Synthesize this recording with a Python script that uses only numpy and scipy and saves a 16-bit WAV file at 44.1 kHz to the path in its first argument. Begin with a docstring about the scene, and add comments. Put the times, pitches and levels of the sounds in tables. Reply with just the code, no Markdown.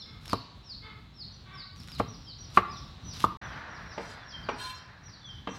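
"""Slicing garlic with a cleaver in an open shed

A steel cleaver crunches through garlic (showers of tiny fractures) and knocks on a round wooden board (ringing modes).
After a moment of silence it is heard from farther off, tapping the board and scraping across it (stick and slip).
Chicks peep and other birds whistle as gliding tones; a distant hen squawks as rough pulses through a throat.
A diffuse echo surrounds them, over a low outdoor rumble and thin air of shaped noise, with a rush that fades away."""
import sys
import numpy as np
from scipy import signal
from scipy.fft import rfft, irfft, next_fast_len
from scipy.io import wavfile
from scipy.ndimage import uniform_filter1d

SR = 44100
rng = np.random.default_rng(int(sys.argv[2]) if len(sys.argv) > 2 else 0)


def master_out(mix):
    """Clip the mix to full scale and print it as 16-bit PCM to the path in sys.argv[1]."""
    frames = np.transpose(np.atleast_2d(mix))
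    ceiling = np.clip(frames, -1, 1)
    pcm = np.round(ceiling * 32767).astype(np.int16)
    wavfile.write(sys.argv[1], SR, pcm)


N = 246078
TIME = np.arange(N) / SR
SILENCE_START_S, SILENCE_END_S = 3.370, 3.416

# free ringing tones of the steel blade: [f/Hz, relative level/dB]
BLADE_TONES = [(1023, -53), (1448, -60), (1674, -56), (2309, -64), (2428, -65), (2697, -56), (2955, -67),
               (3138, -56), (3214, -60), (3553, -62), (3723, -60), (4140, -50), (4737, -65), (5604, -69),
               (6471, -71), (6715, -69), (7214, -73), (7827, -71), (7935, -66), (8732, -73), (11190, -80),
               (11680, -79), (12588, -73), (13680, -80)]


def amp(db):
    """Turn decibels into a plain gain."""
    return 10 ** (np.asarray(db) / 20)


def unit(x):
    """Scale to rms 1."""
    return x / np.sqrt(np.mean(x ** 2) + 1e-20)


def at_hz(points, hz):
    """Read a table between its rows, on a log-frequency axis."""
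    f, value = np.transpose(points)
    return np.interp(np.log(np.maximum(hz, 1)), np.log(f), value)


def tint(x, spectrum):
    """Boost and cut each frequency as a table says; rms 1."""
    size = next_fast_len(len(x))
    gain = amp(at_hz(spectrum, np.fft.rfftfreq(size, 1 / SR)))
    return unit(irfft(rfft(x, size) * gain, size)[:len(x)])


def noise(spectrum, size=N):
    """Random hiss coloured by a table; rms 1."""
    return tint(rng.standard_normal(size), spectrum)


def wander(rate, size=N):
    """Random drift around 0 with a spread of about 1: straight lines between `rate` random points a second."""
    steps = np.arange(size) / SR * rate
    return np.interp(steps, np.arange(4096), rng.standard_normal(4096))


def decay(t, t60):
    """Dying away by 60 dB in t60 seconds."""
    return np.exp(-np.log(1000) * t / t60)


def add(track, s, sound):
    """Lay a sound into a track at a time in seconds."""
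    i = round(s * SR)
    part = sound[max(-i, 0):max(N - i, 0)]
    track[max(i, 0):max(i, 0) + len(part)] += part


def resonate(x, hz, width):
    """Two-pole resonance, width in Hz, with gain 1 on top."""
    r = np.exp(-np.pi * width / SR)
    feedback = [1, -2 * r * np.cos(2 * np.pi * hz / SR), r * r]
    return signal.lfilter(np.array([1, 0, -1]) * (1 - r * r) / 2, feedback, x)


def grains(per_s, spread_db):
    """Tiny fractures at random moments and of uneven size; rms 1."""
    hits = rng.random(N) < per_s / SR
    size = rng.standard_normal(N) * amp(spread_db * np.minimum(rng.exponential(1, N), 4))
    return unit(hits * size)


def stroke(s, hold_s, attack_db_per_s, release_db_per_s):
    """Gain that rises until s, holds at 1 and is released."""
    before_s = np.maximum(s - TIME, 0)
    after_s = np.maximum(TIME - s - hold_s, 0)
    return amp(-attack_db_per_s * before_s - release_db_per_s * after_s) + 1e-12


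def chops(wood_t60=0.092, steel_t60=0.42, steel_hz=2950, steel_octaves=0.27, contact_s=0.0019,
          bite=1.15, bite_s=0.0064, scatter_db=4, detune=0.0072):
    """Each blow rings the board's modes; where and how hard the edge lands sets their balance and shifts them a little."""
    # edge meets board, a loose blow bouncing once or twice, relative levels:
    # [t/s, low thump/dB, wood knock/dB, ring/dB, crack/dB, free ringing of the steel/dB]
    blows = [(.3310, -20, -23, -20.5, -46, 2), (1.9994, -17, -16.5, -23, -34.5, 3),
             (2.5730, -15, -17, -11, -19.5, -6), (3.2410, -18, -25, -15, -48, -16),
             (3.9780, -38, -31, -43.5, -36, -12), (3.9922, -48, -33.5, -55, -60, -18),
             (4.003, -38, -35, -50, -57, -23), (4.4873, -32.5, -25, -28, -30, -8),
             (4.4945, -39, -30, -31, -49, -18), (5.4724, -33.5, -31.5, -35, -37.5, 12),
             (5.4874, -39, -38.5, -51, -44, -18)]
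    # ringing modes of board and stand under the blade: [f/Hz, relative level/dB, time to die by 60 dB/s]
    board_modes = [(109.4, -10.5, 0.16), (202.6, -1.5, 0.044), (274, 2, 0.036), (384, -4, 0.068),
                   (465.5, -6.5, 0.1), (612, -5, 0.06), (657, 2.5, 0.026), (830, -3.5, 0.057),
                   (1015, -3, 0.025), (1098, 4, 0.042), (1177.8, 5, 0.053), (1314, -5, 0.097),
                   (1584, -9, 0.11), (2050, -7, 0.089), (2365, -6.5, 0.053), (2740, -19.5, 0.083),
                   (2840, -8, 0.06)]
    # dense, quickly damped modes of the wood: [f/Hz, relative level per Hz/dB]
    wood_colour = [(60, -17), (200, 2.5), (700, 2.5), (1200, 0.5), (1900, 3), (2600, -1), (4000, -9.5),
                   (7000, -27), (15000, -67)]
    # dense wood modes/dB, room/dB
    close, farther = (-3, -20), (0.32, -11.5)

    near, far, t = np.zeros(N), np.zeros(N), TIME[:SR // 2]
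    # the steel rings on faintly: the hand damps its low modes, soft wood hardly wakes the high ones
    steel = 0
    for hz, db in BLADE_TONES:
        woken = np.exp(-(np.log2(hz / steel_hz) / steel_octaves) ** 2)
        steel = steel + amp(db) * woken * np.sin(2 * np.pi * hz * t)
    steel = steel * decay(t, steel_t60)
    # the first swings are the widest, until the edge beds in and damps them
    first_swings = (1 + bite * np.exp(-(t / bite_s) ** 4)) / np.sqrt(1 + bite)
    impact = (1 - np.exp(-t / contact_s)) * first_swings

    for s, thump_db, knock_db, ring_db, crack_db, steel_db in blows:
        wood_db, room_db = close if s < SILENCE_START_S else farther
        balance = [(280, thump_db), (470, knock_db), (850, knock_db), (1150, ring_db), (1900, crack_db)]
        modes = 0
        for hz, db, t60 in board_modes:
            level = amp(db + at_hz(balance, hz) + rng.normal(0, 1))
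            modes = modes + level * np.sin(2 * np.pi * hz * rng.normal(1, detune) * t) * decay(t, t60)
        force = np.sqrt(np.mean(amp([knock_db, ring_db, crack_db]) ** 2))
        wood = tint(noise(wood_colour, size=len(t)), balance)
        thud = amp(wood_db) * force * wood * decay(t, wood_t60)
        blow = (modes + thud + amp(steel_db) * steel) * impact
        add(near, s, blow)
        # the dense modes radiate in all directions, so they weigh more in the echo
        add(far, s, (blow + amp(scatter_db) * thud) * amp(room_db))
    return near, far


def slicing(snap_db=9, snap_t60=0.014, burst_db=3, entry_s=0.0097, crackle_db=-2, crackle_t60=0.0033,
            build_db=3, release_db_per_s=796):
    """Garlic cells burst densely ahead of the edge, fibres crackle, and now and then the clove splits with a snap."""
    # edge working through a clove, push by push: [t at the end of the push/s, length/s, relative crunch level/dB]
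    pushes = [(0.268, 0.053, -54.5), (0.339, 0.064, -47), (1.81, 0.045, -61), (1.97, 0.15, -54.5),
              (1.993, 0.0079, -41.5), (2.544, 0.036, -55), (2.574, 0.022, -43.5), (3.178, 0.041, -49),
              (3.248, 0.054, -43)]
    # a clove splits: [t/s, relative level/dB]
    splits = [(.2575, -55), (0.2798, -47), (0.2968, -45), (0.332, -38.5), (1.78, -66), (1.875, -51),
              (1.949, -51.5), (1.996, -44.5), (2.559, -59), (3.2046, -42), (3.2245, -49), (3.245, -41)]
    # colour of the crunch: [f/Hz, relative level per Hz/dB]
    crunch_colour = [(300, -5), (800, 2), (1250, 8), (1700, 1.5), (4000, 8.5), (6000, -0.5), (9000, -6.5),
                     (11700, -6.5), (13000, -14), (16000, -19)]

    t = TIME[:SR // 20]
    cells = grains(per_s=5600, spread_db=-4.0) * amp(burst_db * wander(40))
    crackles = signal.fftconvolve(grains(per_s=650, spread_db=8.5), decay(t, crackle_t60))[:N]
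    fibres = crackles * rng.standard_normal(N)
    # the crunch grows as the edge sinks in, then dies
    effort = 0
    for s, length, db in pushes:
        entry = np.clip((TIME - s + length) / entry_s + 1, 0, 1)
        effort = effort + amp(db) * stroke(s, 0, build_db / length, release_db_per_s) * entry
    out = effort * tint(unit(cells) + amp(crackle_db) * unit(fibres), crunch_colour)
    for s, db in splits:
        add(out, s, amp(snap_db + db) * noise(crunch_colour, size=len(t)) * decay(t, snap_t60))
    return out


def scraping(rasp_db=7.0, steel_db=62.5, steel_width_hz=16, plate_width_hz=18, stutter_db=2.0, grip=2.3,
             count=110, attack_db_per_s=400, release_db_per_s=707):
    """Stick and slip on the grain drives the blade: a few clear modes sing above many damped ones, new each stroke."""
    # blade dragged over the board: [t/s, length/s, relative friction level/dB]
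    drags = [(4.02, 0.12, -66), (4.604, 0.097, -59), (4.754, 0.03, -69), (5.527, .1, -65.5)]
    # colour of the friction: [f/Hz, relative level per Hz/dB]
    friction_colour = [(200, 7), (1000, 9), (2300, 15), (3500, 25), (4600, 26.5), (6500, 29), (8000, 25),
                       (10500, 14), (12000, 1), (13700, -20), (16000, -25)]

    slips = grains(per_s=9000, spread_db=3.0)
    stutter = amp(stutter_db * wander(70))
    out, pressure = np.zeros(N), 0
    for s, length, db in drags:
        push = amp(db) * stroke(s, length, attack_db_per_s, release_db_per_s) * stutter
        during = np.abs(TIME - s - length / 2) < .25
        # damped modes, one at a random pitch in each equal slot from 600 to 15600 Hz
        plate_hz = 600 + 15000 * (np.arange(count) + rng.random(count)) / count
        plate = 0
        for hz in plate_hz:
            gain = rng.choice([-1, 1]) * amp(rng.normal(0, 7.2))
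            plate = plate + gain * resonate(slips[during], hz, plate_width_hz)
        out[during] += amp(rasp_db) * push[during] * tint(plate, friction_colour)
        pressure = np.maximum(pressure, push)
    # the clear modes speak only under a firm stroke
    drive = slips * pressure * np.minimum(pressure / amp(-62), 1) ** grip
    steel = sum(amp(db) * resonate(drive, hz, steel_width_hz) for hz, db in BLADE_TONES)
    return out + amp(steel_db) * steel * np.sqrt(SR / (np.pi * steel_width_hz))


def bowl(x):
    """The steel bowl beside the board rings in sympathy, heard only from close by; its close modes beat."""
    # ringing modes of the bowl: [f/Hz, width/Hz, relative level/dB]
    bowl_modes = [(1131, 2.2, -5), (1163, 4, -8)]
    ringing = sum(amp(db) * resonate(x, hz, width) for hz, width, db in bowl_modes)
    return ringing * (TIME < SILENCE_END_S)


def peep(crest_hz, fall_s, swoop_db, rise_s=0.03, rise_hz=287.5, fall_hz=2035, waver=0.0112, flutter_db=3,
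         open_s=0.012, loudest_at=0.64, swell_width=0.27):
    """A near-pure tone that fades in as it arches over its crest and swells partway down its swoop; rms 1."""
    # low peeps slide down more evenly, high ones hold their crest and end in a hook: [crest f/Hz, power of the swoop]
    swoop_bend = [(5560, 1.5), (5800, 3.7)]
    t = np.arange(-rise_s, fall_s, 1 / SR)
    # up runs from 1 to 0 before the crest, down from 0 to 1 after it
    up, down = np.maximum(-t / rise_s, 0), np.maximum(t / fall_s, 0)
    glide_hz = crest_hz - rise_hz * up ** 2 - fall_hz * down ** at_hz(swoop_bend, crest_hz)
    hz = glide_hz * (1 + waver * wander(300.8, size=len(t)))
    swell = np.exp(-((down - loudest_at) / swell_width) ** 2)
    level_db = swoop_db * swell + flutter_db * wander(140.3, size=len(t))
    fade = np.minimum((t + rise_s) / (rise_s + open_s), 1) * (1 - down ** 7)
    return unit(amp(level_db) * fade * np.sin(2 * np.pi * np.cumsum(hz) / SR))


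def chicks(rows, rise_s=0.03):
    """Lay out a series of peeps, each starting its short climb before the crest time."""
    out = np.zeros(N)
    for s, crest_hz, fall_s, db, swoop_db in rows:
        add(out, s - rise_s, amp(db) * peep(crest_hz, fall_s, swoop_db, rise_s))
    return out


def flock(db=-63, lowest_hz=5000, spread_hz=1050, fall_s=0.028, swoop_db=4, count=30):
    """More chicks farther off, each peeping at its own moment and pitch."""
    rows = []
    for k, (when, high) in enumerate(rng.random((count, 2))):
        s = (k + when) / count * N / SR
        rows.append((s, lowest_hz + spread_hz * high, fall_s, db, swoop_db))
    return chicks(rows)


def floor_bounce(x, lag_s=0.000456, gain=0.19):
    """A call from near the ground arrives twice, so a gliding tone swells and dips."""
    return x + gain * np.interp(TIME - lag_s, TIME, x, left=0)


def whistles(waver=0.012, flutter_db=4.5, fade_db=10, bend=1.5, sag_hz_per_s=3900):
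    """A lower, quavering note sags, levels out and fades; the longer it lasts, the higher it starts above its end."""
    # lower, drawn-out bird whistles: [t/s, length/s, end f/Hz, relative level/dB]
    calls = [(0.35, 0.056, 2850, -63), (2.262, 0.062, 3040, -56), (3.418, 0.18, 2910, -57.5),
             (4.198, 0.056, 3380, -54), (4.321, 0.07, 3052, -46.5), (5.213, 0.17, 2977, -49)]
    out = np.zeros(N)
    for s, length, end_hz, db in calls:
        u = np.linspace(0, 1, int(length * SR))
        sag_hz = end_hz + sag_hz_per_s * length * (1 - u) ** bend
        hz = sag_hz * (1 + waver * wander(226.6, size=len(u)))
        level_db = db - fade_db * u ** 2 + flutter_db * wander(150, size=len(u))
        level = amp(level_db) * np.sqrt(np.abs(np.sin(np.pi * u)))
        add(out, s, level * np.sin(2 * np.pi * np.cumsum(hz) / SR))
    return out


def hen(jitter=0.02, arch=0.052, rasp=0.59):
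    """Rough pulses of the syrinx (voice box) through the throat's resonances; pitch rises and sinks with the effort."""
    # distant squawks: [t/s, length/s, pitch f/Hz, relative level/dB]
    calls = [(0.035, 0.14, 424.3, -60), (0.814, 0.12, 434, -51.5), (1.45, 0.201, 376, -53)]
    # resonances of the throat: [f/Hz, width/Hz, relative level/dB]
    throat_modes = [(460, 63, -2), (1120, 180, 4), (1580, 140, 3.5), (2110, 150, 5.5), (3600, 300, 1.5)]
    out = np.zeros(N)
    for s, length, pitch_hz, db in calls:
        effort = np.abs(np.sin(np.linspace(0, np.pi, int(length * SR))))
        bend = 1 + arch * (effort - .75) + jitter * wander(120, size=len(effort))
        cycles = np.cumsum(pitch_hz * bend) / SR
        # one click per full cycle, plus breathy noise
        pulses = unit(np.diff(np.floor(cycles), prepend=0))
        source = pulses + rasp * rng.standard_normal(len(effort))
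        voice = 0
        for k, (hz, width, gain_db) in enumerate(throat_modes):
            voice = voice + (-1) ** k * amp(gain_db) * resonate(source, hz, width)
        add(out, s, amp(db) * effort ** 0.51 * unit(voice))
    return out


def shed(x, build_s=0.0011, wall_s=.066, wall_gain=0.33, wall_spread_s=0.016):
    """Diffuse echo of roof and walls, each octave dying at its own pace; a far wall sends back a second wave."""
    # colour of the echo: [f/Hz, relative level/dB]
    echo_colour = [(60, 8), (250, 10.5), (550, -1.5), (1100, 3.5), (4500, -3.5), (7000, -11), (16000, 10)]
    # how long the echo lasts: [f/Hz, time to die by 60 dB/s]
    echo_t60 = [(100, 0.25), (500, 0.56), (1200, 0.64), (4000, 0.77), (8000, 0.37), (16000, 0.12)]
    t = TIME[:SR]
    hiss, tail = noise(echo_colour, size=SR), 0
    for hz in 88 * 2. ** np.arange(8):  # octave bands
        band = signal.butter(2, [hz / np.sqrt(2), hz * np.sqrt(2)], "band", fs=SR, output="sos")
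        tail = tail + signal.sosfiltfilt(band, hiss) * decay(t, at_hz(echo_t60, hz))
    second_wave = wall_gain * (t > wall_s) * np.exp(-np.abs(t - wall_s) / wall_spread_s)
    tail = tail * (1 - np.exp(-t / build_s)) * (1 + second_wave)
    return signal.fftconvolve(x, tail / np.sqrt(2 * np.sum(tail ** 2)))[:N]


def background(rumble_db=2, air_db=-9.0, rush_db=-43, rush_hold_s=0.078, rush_fade_db_per_s=8.5,
               rush_flicker_db=1.5):
    """Low rumble and thin air that swell together, and a broad rush that holds briefly after the silence and fades."""
    # shared swell of rumble and air: [t/s, relative level/dB]
    outdoor_swell = [(0.0, -49), (0.99, -52.5), (3.19, -47), (5.13, -53.5), (5.58, -50.5)]
    # colours of the three noises, each: [f/Hz, relative level per Hz/dB]
    rumble_colour = [(20, -33), (32, 5), (50, 5), (75, 2.5), (120, 2.5), (200, -5), (300, -13), (500, -29),
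                     (1000, -50)]
    air_colour = [(200, -8), (500, -4), (1100, -2.5), (2200, -10), (3000, -8), (4000, -1), (5500, -20.5),
                  (6800, -22), (10000, -38), (16000, -59)]
    rush_colour = [(200, -3.5), (400, -7.5), (750, -1.5), (1300, 1.5), (1700, 4), (2500, -9), (4000, -21.5),
                   (6000, -22), (9000, -84)]

    outdoors_db = np.interp(TIME, *np.transpose(outdoor_swell))
    rumble = amp(rumble_db + outdoors_db + 3.14 * wander(12)) * noise(rumble_colour)
    air_sway_db = 1.5 * wander(6)
    air = amp(air_db + outdoors_db + air_sway_db) * noise(air_colour)
    rush_fade = (TIME > SILENCE_START_S) * stroke(SILENCE_END_S, rush_hold_s, 0, rush_fade_db_per_s)
    rush = amp(rush_db) * rush_fade * noise(rush_colour) * amp(rush_flicker_db * wander(45))
    return rumble + air + rush


def scene():
    """The board is near; the birds are heard as much by their echo as directly, the far ones by their echo alone."""
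    # chick peeps: [t at the crest/s, crest f/Hz, length of the swoop/s, relative level/dB, swoop over crest level/dB]
    peep_rows = [(-.045, 5220, 0.08, -45, -2), (-.02, 5724, 0.062, -49.5, 8), (.257, 5560, 0.1, -47, 11),
                 (.652, 5560, 0.1, -46.5, 12), (1.16, 5500, 0.092, -47, 13), (1.34, 5850, 0.026, -63, -14),
                 (1.55, 5435, 0.096, -48, 14), (1.775, 5735, 0.044, -54.5, 8), (1.89, 5520, 0.084, -51, 7),
                 (2.095, 5750, 0.067, -51.5, -3), (2.24, 5500, 0.1, -50, 12.5),
                 (2.405, 5790, 0.059, -49, -6), (2.695, 5160, 0.086, -52.5, -3),
                 (2.735, 5820, 0.068, -50.5, 5), (3.06, 5895, 0.092, -47, 7.5),
                 (3.09, 5160, 0.085, -54.5, 8), (3.445, 5900, .06, -59, 2), (3.49, 5580, 0.067, -63, 9),
                 (3.705, 5700, 0.083, -57.5, -1), (3.872, 5680, 0.08, -54, 5),
                 (3.935, 5830, 0.087, -58.5, -3), (4.07, 5540, 0.097, -61, 7),
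                 (4.262, 5640, 0.075, -52.5, 5), (4.295, 5890, 0.054, -57.5, 9), (4.4, 5560, 0.08, -57, 20),
                 (4.495, 5760, 0.067, -54.5, -4), (4.725, 5660, 0.082, -55, -2),
                 (5.052, 5810, 0.052, -53.5, -3), (5.09, 5430, 0.085, -57.5, 15),
                 (5.268, 5910, 0.052, -57.5, 1), (5.508, 5830, 0.061, -55.5, -4)]
    knocks, knocks_far = chops()
    crunch, scrape, squawks = slicing(), scraping(), hen()
    peeps, notes = chicks(peep_rows), whistles()

    direct = knocks + bowl(knocks + crunch + squawks) + crunch + scrape
    direct = direct + amp(-4) * floor_bounce(peeps) + amp(1.5) * notes + amp(-0.5) * squawks

    to_echo = knocks_far + amp(-5) * crunch + amp(-2.5) * scrape
    to_echo = to_echo + amp(4) * peeps + amp(3.5) * notes + flock() + amp(2.0) * squawks
    return (direct + shed(to_echo) + background())[None, :]


def record(dry, low_cut_hz=54.4, cutoff_hz=15850):
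    """The microphone loses the deepest bass, the sound drops out for a moment, the top is cut."""
    heard = signal.sosfilt(signal.butter(3, low_cut_hz, "high", fs=SR, output="sos"), dry)
    sounding = (TIME < SILENCE_START_S) | (TIME > SILENCE_END_S)
    live = uniform_filter1d(1. * sounding, size=200)  # soft edges, 200 samples long
    top_cut = signal.ellip(12, .1, 80, cutoff_hz, fs=SR, output="sos")
    return signal.sosfilt(top_cut, heard * live)


dry = scene()
out = record(dry)
master_out(out)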